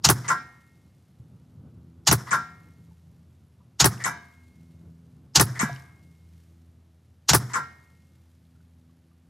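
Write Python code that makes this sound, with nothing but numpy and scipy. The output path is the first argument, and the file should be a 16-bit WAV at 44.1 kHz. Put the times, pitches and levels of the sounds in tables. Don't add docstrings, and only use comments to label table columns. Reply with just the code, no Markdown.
import sys
import numpy as np
from scipy import signal
from scipy.fft import rfft, irfft, next_fast_len
from scipy.io import wavfile
from scipy.ndimage import uniform_filter1d

SR = 44100
rng = np.random.default_rng(int(sys.argv[2]) if len(sys.argv) > 2 else 0)


def master(y):
    cut = np.clip(np.atleast_2d(y).T, -1, 1)
    pcm = np.round(cut * 32767)
    wavfile.write(sys.argv[1], SR, pcm.astype(np.int16))


def undo_db(level):
    steps = np.asarray(level, float) / 20
    return 10 ** steps


N = 409688
SPAN, LONG = 20480, 53248
LEAD = 2000

# (shot [s], blast [dB], valve opens late [s], gas flows [s], roof slap [dB])
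SHOTS = [
    (.047, 1.5, -0.00052, 0.011, 0.5),
    (2.0722, 0.5, 0.0008, 0.013, -1),
    (3.8023, 1.5, -0.0007, 0.017, 0),
    (5.3563, 1.5, -0.000027, 0.017, 0),
    (7.2924, 1.5, -0.0016, 0.013, 1.5),
]
# (frequency [Hz], density [dB per Hz])
SLAP = [(120, -26.5), (200, -5.5), (440, -5.5), (623, -10.5), (883, -2.5), (1620, -4.5), (2800, -24),
        (5130, -12), (7140, -16.5), (9400, -14), (11100, -9), (12400, -19), (14900, -18.5), (16000, -23)]
# (frequency [Hz], density [dB per Hz])
THUD = [(76, -22.5), (130, 10.5), (346, -5), (510, -13.5), (575, -21.5), (700, -5), (910, -36.5),
        (1540, -120)]


def colour(x, table):
    hz, db = np.transpose(table)
    f = np.maximum(np.fft.rfftfreq(x.shape[-1], 1 / SR), 1)
    gain = undo_db(np.interp(np.log(f), np.log(hz), db, left=-90))
    return rfft(x) * gain / np.sqrt(np.mean(gain ** 2))


def walk(rate, size):
    k = int(SR / rate)
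    held = np.repeat(rng.standard_normal(size // k + 1), k)[:size]
    return 0.97 * uniform_filter1d(uniform_filter1d(held, k), k)


def fade(t, t60):
    return (t >= 0) * np.exp(-np.log(1000) * np.maximum(t, 0) / t60)


def bump(centre_s, length_s):
    return np.exp(-(2 * (np.arange(N) / SR - centre_s) / length_s) ** 2)


def event_time(size=SPAN):
    return (np.arange(size) - LEAD) / SR


def add(out, x, s):
    i = int(round(s * SR)) - LEAD
    a, b = max(i, 0), min(i + x.shape[-1], N)
    out[:, a:b] += x[..., a - i:b - i]


def ring(modes):
    t = event_time()
    return sum(undo_db(db) * fade(t, t60) * np.sin(2 * np.pi * hz * t) for hz, db, t60 in modes)


def burst(table, stage, heard, habit, pair_hz=7900, top_hold=1):
    delay, rise, hold, low_t60, high_t60 = stage
    db, width, low_pan_db, high_pan_db = heard
    split_hz, same_rad, spit_db = 2600, 0.83, 2.5
    t, f = event_time() - delay, np.fft.rfftfreq(SPAN, 1 / SR)
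    new = rng.standard_normal((2, SPAN))
    share = 1 / (1 + (f / split_hz) ** 8)
    low = share * colour(np.sin(same_rad) * habit + np.cos(same_rad) * new, table)
    high = (1 - share) * colour(new, table)
    swell = np.exp(np.minimum(t, 0) / rise) * undo_db(db)
    spit = undo_db(spit_db * walk(1500, SPAN))
    parts = [(low, low_t60, low_pan_db, 1, hold), (high, high_t60, high_pan_db, spit, hold * top_hold)]
    out = 0
    for (mid, side), t60, pan_db, lumps, held_s in parts:
        lean = (undo_db(pan_db) - 1) / (undo_db(pan_db) + 1)
        side = (width * side + lean * mid) / (1 + (f / pair_hz) ** 16)
        level = swell * lumps * fade(np.maximum(t - held_s, 0), t60)
        out = out + level * irfft([mid + side, mid - side])
    return out


def buzz():
    centre_hz, width_hz, spits_per_s, level_db = 11100, 1300, 60, -87
    turns = spits_per_s * np.arange(N) / SR
    edges_hz = [centre_hz - width_hz / 2, centre_hz + width_hz / 2]
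    band = signal.butter(N=2, Wn=edges_hz, btype="band", fs=SR, output="sos")
    spits = np.exp(6.0 * (np.cos(2 * np.pi * turns) - 1)) * undo_db(.6 * walk(2.1, N))
    rasp = signal.sosfilt(band, spits * rng.standard_normal(N))
    return undo_db(level_db) * rasp / np.std(rasp)


def air():
    # (frequency [Hz], density [dB per Hz])
    wind_colour = [(18, -86.5), (30, -52), (53, -25.5), (69, -0.5), (123, 1.5), (167, -2), (194, -5.5),
                   (252, -11), (662, -29), (1500, -37), (1950, -66.5), (3300, -120)]
    hiss_colour = [(290, -35), (500, -4), (775, -8), (1040, -12), (1190, -11), (2190, -15), (2460, -17),
                   (2850, -16.5), (4170, -18.5), (9330, -26), (11000, -27), (14300, -30), (15300, -51.5)]
    crackle_colour = [(300, -30), (700, -6.5), (2500, -6.5), (6000, -7.5), (10000, -10.5), (14500, -13),
                      (15500, -40)]
    # (time [s], wind level [dB])
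    gusts = [(0, -47.5), (.75, -55.5), (1.6, -51.5), (2.7, -52), (3.4, -56), (4.5, -55.5), (5.75, -51),
             (6.2, -56), (7.0, -60.5), (7.9, -56.5), (9.29, -61)]
    # (centre [s], length [s], level [dB])
    rustles = [
        (1.0, 0.067, -87),
        (1.406, .25, -89),
        (4.349, 0.26, -86.5),
        (4.69, 0.31, -89),
        (5.723, 0.19, -54.5),
        (6.157, 0.27, -85),
        (6.42, 0.26, -73.5),
        (8.303, 0.22, -89),
    ]
    hiss_db, still_db = -74, -79
    far_echo_db, far_echo_t60_s = -62, 4.6
    t = np.arange(N) / SR
    wind_db = np.interp(t, *np.transpose(gusts)) + 3.0 * walk(23, N) - 0.5
    rustle = undo_db(still_db) + sum(undo_db(far_echo_db) * fade(t - s, far_echo_t60_s) for s, *_ in SHOTS)
    rustle = rustle + sum(undo_db(db) * bump(s, length_s) for s, length_s, db in rustles)
    size = next_fast_len(N + N % 2, True)
    wind, hiss, dry_noise = (irfft(colour(rng.standard_normal((2, size)), table), size)[:, :N]
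                             for table in (wind_colour, hiss_colour, crackle_colour))
    mid, side = wind * undo_db(wind_db)
    crackle = rustle * undo_db(5.5) * (0.4 + np.clip(walk(300, N) - .6, 0, .35))
    near, wide = hiss * undo_db(hiss_db) + dry_noise * crackle * undo_db(-4)
    ears = np.array([[1], [-1]])
    return mid + near + ears * (.07 * side + .06 * wide)


def drone():
    firing_hz = 83
    orders_db = [-68, -76.5, -79.5, -85, -91.5]
    # (centre [s], length [s], order, peak [dB])
    swells = [(1.698, 1.1, 1, -62.5), (3.0, 1.14, 1, -60), (4.697, 1.1, 1, -56), (6.499, 1.9, 1, -55.5),
              (8.4, 1.5, 1, -57.5), (1.898, 0.9, 2, -60.5), (2.701, 1.08, 2, -58.5), (4.854, 0.58, 2, -53),
              (6.304, 1.3, 2, -61.5), (8.8, 1.2, 2, -64), (1.8, 0.98, 3, -61.5), (4.8, 1.2, 3, -62),
              (6.798, 1.2, 3, -74.5), (8.8, 1.2, 3, -67.5), (1.898, 0.39, 4, -66), (4.696, 0.53, 4, -72.5),
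              (6.4, 1.1, 4, -76.5), (8.8, 1.3, 4, -80.5), (4.702, 1.1, 5, -86), (6.5, 1.3, 5, -86.5),
              (8.794, 1, 5, -91)]
    phase = 2 * np.pi * np.cumsum(firing_hz * (1 + 0.0086 * walk(17.0, N))) / SR
    out = 0
    for order, still_db in enumerate(orders_db, 1):
        size = undo_db(still_db)
        size = size + sum(undo_db(db) * bump(s, length_s) for s, length_s, k, db in swells if round(k) == order)
        waver = undo_db((2.5 + .6 * (order - 1)) * walk(14.0, N))
        out = out + np.sqrt(2) * size * waver * np.sin(order * phase)
    return out


def ticks():
    # (time [s], peak [dB], frequency [Hz], t60 [s])
    knocks = [(0.025, -52, 4960, 0.0124), (2.051, -52, 5100, 0.009), (5.337, -53.5, 5090, 0.019),
              (1.198, -30, 118.4, 0.066), (1.594, -24, 112, 0.023), (1.638, -31.5, 201.3, 0.0186),
              (2.91, -60.5, 880, 0.086), (3.604, -59.5, 980, 0.076), (3.61, -64, 1164, 0.071),
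              (5.631, -10, 215, 0.04), (5.632, -19.5, 400, 0.015), (5.695, -29, 707, 0.058),
              (5.643, -22.5, 148.5, 0.13), (5.709, -29, 132, 0.3), (2.262, -50.5, 5700, 0.0059),
              (3.977, -40, 2700, .006), (5.455, -29, 10970, 0.013), (5.527, -45, 6030, 0.0037),
              (5.578, -47, 4640, .012), (5.73, -34, 5680, .004), (5.747, -51, 11100, .01),
              (5.84, -64.5, 10950, .01), (5.762, -34.5, 5070, 0.0029), (5.762, -41, 2980, 0.0133),
              (5.799, -50, 5360, 0.0114), (5.823, -41, 6600, 0.0017), (8.453, -57, 4010, 0.0039),
              (8.555, -70.5, 1400, .05), (8.605, -65.5, 1480, .05), (8.895, -65, 1137, 0.056),
              (9.115, -65.5, 1190, 0.063)]
    out, t = np.zeros((2, N)), event_time()
    for s, db, hz, t60 in knocks:
        add(out, ring([(hz, db + 2.5, t60)]) * (1 - fade(t, 3 / hz)), s)
    return out


def plate(spot, lasting_db):
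    # (frequency [Hz], level [dB], t60 [s])
    plate_modes = [
        [(733, -31.5, 0.6), (719, -34.5, 0.48), (881.3, -17, 0.21), (1045, -7, 0.15), (1200, -25, 0.34),
         (1230, -22, 0.2), (1370, -2.5, 0.3), (1370, -23, 0.7), (1483, -12.5, 0.23), (1560.4, -18, 0.42),
         (1620, -9.5, 0.31), (1695, -30, 0.6), (1865, -25, 0.79), (1967, -16, 0.2), (2143, -33.5, 1.15),
         (2354, -30.5, 0.45), (3017, -39.5, 0.23), (3980, -41, 0.46), (5260, -31.5, 0.35), (5060, -33.5, 0.3),
         (3670, -34, .3), (5300, -32.5, .35), (5680, -31.5, 0.27), (6160, -32, .25)],
        [(700, -12.5, 0.577), (903, -16.5, 0.53), (980, -6.5, 0.396), (1157, -11, 0.47), (1604, -3.5, 0.33),
         (1700, -20, 0.39), (1400, 1.5, 0.23), (1550, -7, 0.46), (1622, -6.5, 0.58), (1676, -13, 0.23),
         (1670, 1, 0.37), (1930, -12.5, 0.56), (1986, 3, 0.21), (2043, -11.5, 0.29), (2148.5, -17.5, 1.395),
         (2320, -9.5, 0.43), (3015, -27, 0.57), (3740, -23, 0.5), (5140, -24.5, 0.3), (5222, -20, 0.35),
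         (5370, -21, .3), (5670, -26, 0.24), (6300, -14, 0.336), (6390, -22, .25)],
    ]
    spot_db = [-15.5, -26]
    lag_s, build_t60_s, spread, scatter_db = .019, .04, .28, .7
    waver_db, waver_per_s, steady = 2.5, 30, .4
    t = event_time(LONG) - lag_s
    chance = rng.standard_normal((len(plate_modes[spot]), 3))
    blow = 1. * (np.arange(LONG) == np.argmax(t > 0))
    mid, side = 0, 0
    for (hz, db, t60), (turn, lean, size) in zip(plate_modes[spot], chance):
        lasting = 1800 < hz < 2200
        db = db + lasting_db * lasting + scatter_db * size
        pole = np.exp((2j * np.pi * hz - np.log(1000) / t60) / SR)
        mode = signal.lfilter([undo_db(db) * np.exp(3j * turn)], [1, -pole], blow)
        depth_db = waver_db * (steady if lasting else min(hz / 1800, 2))
        mode *= undo_db(depth_db * (walk(waver_per_s * max(hz / 1500, 1), LONG) - .3))
        mid, side = mid + mode.imag, side + spread * lean * mode.real
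    return np.array([mid + side, mid - side]) * (1 - fade(t, build_t60_s)) * undo_db(spot_db[spot])


def strikes():
    # (time [s], first arrival [dB], smack [dB], ring [dB], lasting modes [dB])
    hits = [
        (.281, 0, 0.5, 1.5, 0.5),
        (2.3089, -0.5, 1.5, 2.5, -2.5),
        (4.040, 1, 0, -2.5, -2),
        (5.593, 0.5, 2.5, -2.5, -1),
        (7.535, -4.5, -1.5, -2.5, 2.5),
    ]
    spots = [0, 0, 1, 1, 0]
    # (tick [dB], snap [dB])
    edges = [(-4, -2.5), (-10, -18), (-1, 0), (-9, 2), (-4, -7)]
    # (delay [s], rise [s], hold [s], low t60 [s], high t60 [s])
    stages = [
        (-.036, 0.0045, 0.02, .12, 0.17),
        (.0, 0.00025, 0.00056, .006, .006),
        (.0045, 0.0016, .012, 0.12, .15),
        (0.0175, 0.00022, .0008, 0.0047, 0.0086),
        (0.021, 0.0027, .016, 0.18, 0.13),
        (.07, 0.034, 0.029, 0.81, 0.47),
        (.02, 0.011, 0.011, 0.47, 0.48),
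    ]
    # (level [dB], width [0-1], low left-right [dB], high left-right [dB])
    heard = [(-37.5, .01, 1, 1), (-21.5, .6, 4.4, -3), (-26, .9, 16, -6.5), (-30, 0.034, 2.5, -3),
             (-23, .32, 2.5, 1), (-49.5, 0.64, 3.5, -1.5), (-37.5, .03, .3, -10)]
    # (frequency [Hz], density [dB per Hz])
    far_colours = [
        [(240, -51), (400, -20), (765, -20.5), (1060, -0.5), (1250, -5.5), (1750, -11), (1990, -2), (2360, -24),
         (5030, -24), (11200, -37.5), (14400, -42.5), (16000, -60)],
        [(240, -52), (400, -23), (814, -21), (1630, -8.5), (1760, -2), (1960, -1), (2630, -26), (5190, -27.5),
         (10900, -35), (16000, -52)],
    ]
    smack_colours = [
        [(240, -53.5), (400, -16.5), (708, -22.5), (1060, 1.5), (1350, -3), (2050, -5), (2400, -12.5),
         (3990, -26), (6640, -7.5), (7870, -8.5), (9300, -18), (10000, -44.5), (16000, -69.5)],
        [(240, -56), (400, -34), (742, -11), (1060, -1), (1710, -6), (1930, 8.5), (2550, -12), (4050, -16),
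         (5350, -18), (6240, -4), (7990, -2), (9300, -12.5), (10000, -40), (16000, -67)],
    ]
    clang_colours = [
        [(180, -64), (300, -35), (502, -20.5), (801, -26.5), (1040, -3), (1280, -12.5), (1390, -6.5),
         (1510, -7), (2610, -33.5), (4300, -34), (5520, -30.5), (9330, -41), (11100, -31.5), (12500, -43.5),
         (12900, -60.5), (13300, -43), (14500, -44.5), (15000, -80)],
        [(180, -53.5), (300, -32), (565, -12), (678, -17.5), (994, -2.5), (1340, -2), (1640, -5.5),
         (2790, -23.5), (4590, -28.5), (5300, -15), (9300, -29), (11000, -17), (12500, -30.5), (12900, -51.5),
         (13300, -28), (14700, -30), (15300, -70)],
    ]
    # (frequency [Hz], density [dB per Hz])
    tick_colour = [(500, -26), (1500, -5.5), (3000, -11.5), (6500, 0), (9500, -6.5), (10300, -37),
                   (16000, -61)]
    tail_colour = [(240, -38.5), (400, -11.5), (635, -12.5), (994, -0.5), (1290, -4), (1840, -5),
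                   (2700, -14.5), (4600, -15), (5250, -13.5), (6200, -16), (7000, -18.5), (8600, -25),
                   (10900, -29), (12500, -33), (14800, -33), (16000, -54)]
    smack_top_hold = 0.33
    out, habits = np.zeros((2, N)), rng.standard_normal((len(stages), 2, SPAN))
    for hit, spot, (tick_db, snap_db) in zip(hits, spots, edges):
        s, first_db, smack_db, ring_db, lasting_db = hit
        colours = [far_colours[spot], tick_colour, smack_colours[spot], SLAP,
                   clang_colours[spot], tail_colour, THUD]
        top_holds = [1, 1, smack_top_hold, 1, 1, 1, 1]
        first, tick, smack, snap, clang, tail, thud = (
            burst(*a, top_hold=top) for *a, top in zip(colours, stages, heard, habits, top_holds))
        impact = undo_db(tick_db) * tick + smack + undo_db(snap_db) * snap + tail + thud
        add(out, undo_db(first_db) * first + undo_db(smack_db) * impact, s)
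        add(out, undo_db(ring_db) * clang, s)
        add(out, undo_db(ring_db) * plate(spot, lasting_db), s)
    return out


def bench():
    # (frequency [Hz], level [dB], t60 [s])
    board_modes = [(124.3, -19.8, .6), (128.3, -20.5, .294), (168.4, -21.3, .068), (218.1, -28.6, .096),
                   (291.6, -29.9, .078), (386.3, -23, .06)]
    # (delay [s], level [dB], push [s])
    blows = [
        (.0121, -3, .006),
        (.0208, -3, .0031),
        (.026, 2, .0035),
        (.039, 5, .006),
        (.0475, 5, .0016),
        (.0509, 7, .0055),
        (.0775, -7, .0032),
        (.0807, -2, .0054),
        (.0878, -1, .0058),
    ]
    # (frequency [Hz], level [dB], t60 [s])
    hum_modes = [(122, -30, .55)]
    hum_lag_s, hum_swell_s = .137, .06
    t, force = np.arange(SPAN) / SR, 0
    for delay, db, push_s in blows:
        inside = np.clip((t - delay) / push_s, 0, 1)
        force = force + undo_db(db) * np.sin(np.pi * inside) * np.pi / (2 * push_s * SR)
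    boom = signal.fftconvolve(ring(board_modes), force)[:SPAN]
    boom = signal.sosfiltfilt(signal.butter(N=2, Wn=58, btype="high", fs=SR, output="sos"), boom)
    late = event_time() - hum_lag_s
    hum = np.roll(ring(hum_modes), int(hum_lag_s * SR))
    return boom + hum * (1 - fade(late, hum_swell_s)) * (late > 0)


def boom_shape(after_db):
    # (delay [s], level [dB])
    beats = [(.095, 1), (.11, 5), (.124, -1), (.134, -24), (.145, 4), (.17, 0.5), (.182, -5), (.23, 1),
             (.3, -5.5)]
    after_s = (.1, 0.15)
    t = event_time()
    beat_db = np.interp(t, *np.transpose(beats)) + np.interp(t, after_s, [0, after_db])
    return undo_db(beat_db + 1.5 * walk(37, SPAN) * (t > after_s[0]))


def thump(habit):
    # (frequency [Hz], level [dB], t60 [s])
    thump_modes = [(149.2, -17, .07), (330, -17.5, .035), (680, -13, .025)]
    # (frequency [Hz], density [dB per Hz])
    rasp_colour = [(300, -29.5), (600, -8), (1200, -6.5), (1800, 0), (2300, -4), (3000, -1), (4000, -10),
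                   (6000, -23.5), (9000, -45)]
    # delay [s], rise [s], hold [s], low t60 [s], high t60 [s]
    rasp_stage = (.0, .0035, .006, .1, .1)
    t = event_time()
    rasp = burst(rasp_colour, rasp_stage, (-25, 0, 0, 0), habit)[0]
    soft = sum(ring([mode]) * (1 - fade(t, 5 / mode[0])) for mode in thump_modes)
    return (rasp + soft) * [[1], [-1]]


def shots():
    # (delay [s], rise [s], hold [s], low t60 [s], high t60 [s])
    stages = [
        (0.0012, .0026, 0.013, 0.11, 0.091),
        (0.041, 0.00052, 0.0015, 0.082, 0.046),
        (0.0518, 0.00097, 0.008, 0.074, 0.085),
        (0.11, .01, 0.026, 0.17, 0.23),
        (.165, .03, 0.11, .2, .2),
        (0.1, .01, 0.015, 0.53, .45),
        (.0545, .0012, .003, .02, 0.018),
    ]
    # (level [dB], width [0-1], low left-right [dB], high left-right [dB])
    heard = [(-11.5, 0.004, 0, 0), (-14, 0.5, 6.5, -1.5), (-15.5, 0.12, -0.5, -1), (-42.5, .2, 1, 0),
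             (-51, .5, 3, -1), (-38, 0, -1, 3.5), (-15.5, .05, 0, 0)]
    # (frequency [Hz], density [dB per Hz])
    blast_colour = [(180, -40), (300, -8.5), (574, -18.5), (800, -2.5), (1050, -6.5), (1300, -7),
                    (2000, -8.5), (2360, -14.5), (2930, -4.5), (3400, -8), (4160, -3), (6850, -0.5),
                    (8000, -10.5), (9390, -27), (14700, -36), (16000, -46)]
    crack_colour = [(120, -43), (200, -9), (500, -3.5), (883, 0), (1620, -5), (2380, -6), (4600, -11),
                    (5330, -3.5), (6050, 0.5), (7140, -14.5), (7830, -5.5), (10900, -18), (12400, -15.5),
                    (16000, -23.5)]
    field_colour = [(240, -35), (400, -6), (630, -13.5), (964, -2), (1450, -1), (2000, -6), (2740, -24),
                    (3400, -17.5), (4500, -19.5), (5250, -9.5), (6200, -14), (9800, -21), (10900, -19),
                    (12500, -25), (15000, -29.5), (16000, -49)]
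    spark_colour = [(5000, -39.5), (7500, -13), (9000, -4.5), (11000, 0.5), (12400, -10), (14500, -6),
                    (16000, -19.5)]
    fizz_colour = [(7000, -30), (8600, 0.5), (9400, 0), (11500, -3), (14700, -10), (16000, -24.5)]
    # (frequency [Hz], level [dB], t60 [s])
    bolt_modes = [(400, -17, 0.037), (1170, -18, 0.012)]
    late_boom_db = [-1.5, -10, -1.5, 1, -0.5]
    fizz_db, fizz_hold_s, fizz_t60_s = -26, 0.0057, 0.074
    bolt_lag_s, pair_lag_s, blast_top_hold = .0574, .0415, .5
    colours = [crack_colour, SLAP, field_colour, field_colour, THUD, spark_colour]
    pairs_hz = [13500] + [7900] * 5
    out, boom = np.zeros((2, N)), bench()
    habits = rng.standard_normal((len(stages), 2, SPAN))
    delay, rise, _, low_t60, high_t60 = stages[0]
    for (s, db, late_s, flow_s, slap_db), after_db in zip(SHOTS, late_boom_db):
        blast_stage = (delay + late_s, rise, flow_s, low_t60, high_t60)
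        fizz_stage = (delay + late_s, rise, fizz_hold_s, fizz_t60_s, fizz_t60_s)
        blast = burst(blast_colour, blast_stage, heard[0], habits[0], top_hold=blast_top_hold)
        fizz = burst(fizz_colour, fizz_stage, (fizz_db, 0, 0, 0), habits[0])
        crack, slap, *echoes = (burst(*a, pair_hz=hz) for *a, hz in
                                zip(colours, stages[1:], heard[1:], habits[1:], pairs_hz))
        gas = blast + fizz + crack + undo_db(slap_db) * slap + sum(echoes)
        add(out, undo_db(db) * gas + boom * boom_shape(after_db), s)
        add(out, -ring(bolt_modes), s + bolt_lag_s)
        add(out, thump(habits[1]), s + pair_lag_s)
    return out


def scene():
    return buzz() + air() + drone() + ticks() + strikes() + shots()


def roll_off(x):
    return signal.sosfilt(signal.butter(12, 16840, fs=SR, output="sos"), x)


def record(dry):
    x = signal.sosfilt(signal.butter(N=3, Wn=58, btype="high", fs=SR, output="sos"), dry)
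    x = np.tanh(0.85 * x) / 0.99
    x = signal.sosfilt(signal.ellip(8, .2, 70, 15750, fs=SR, output="sos"), x)
    return roll_off(x)


dry = scene()
out = record(dry)
master(out)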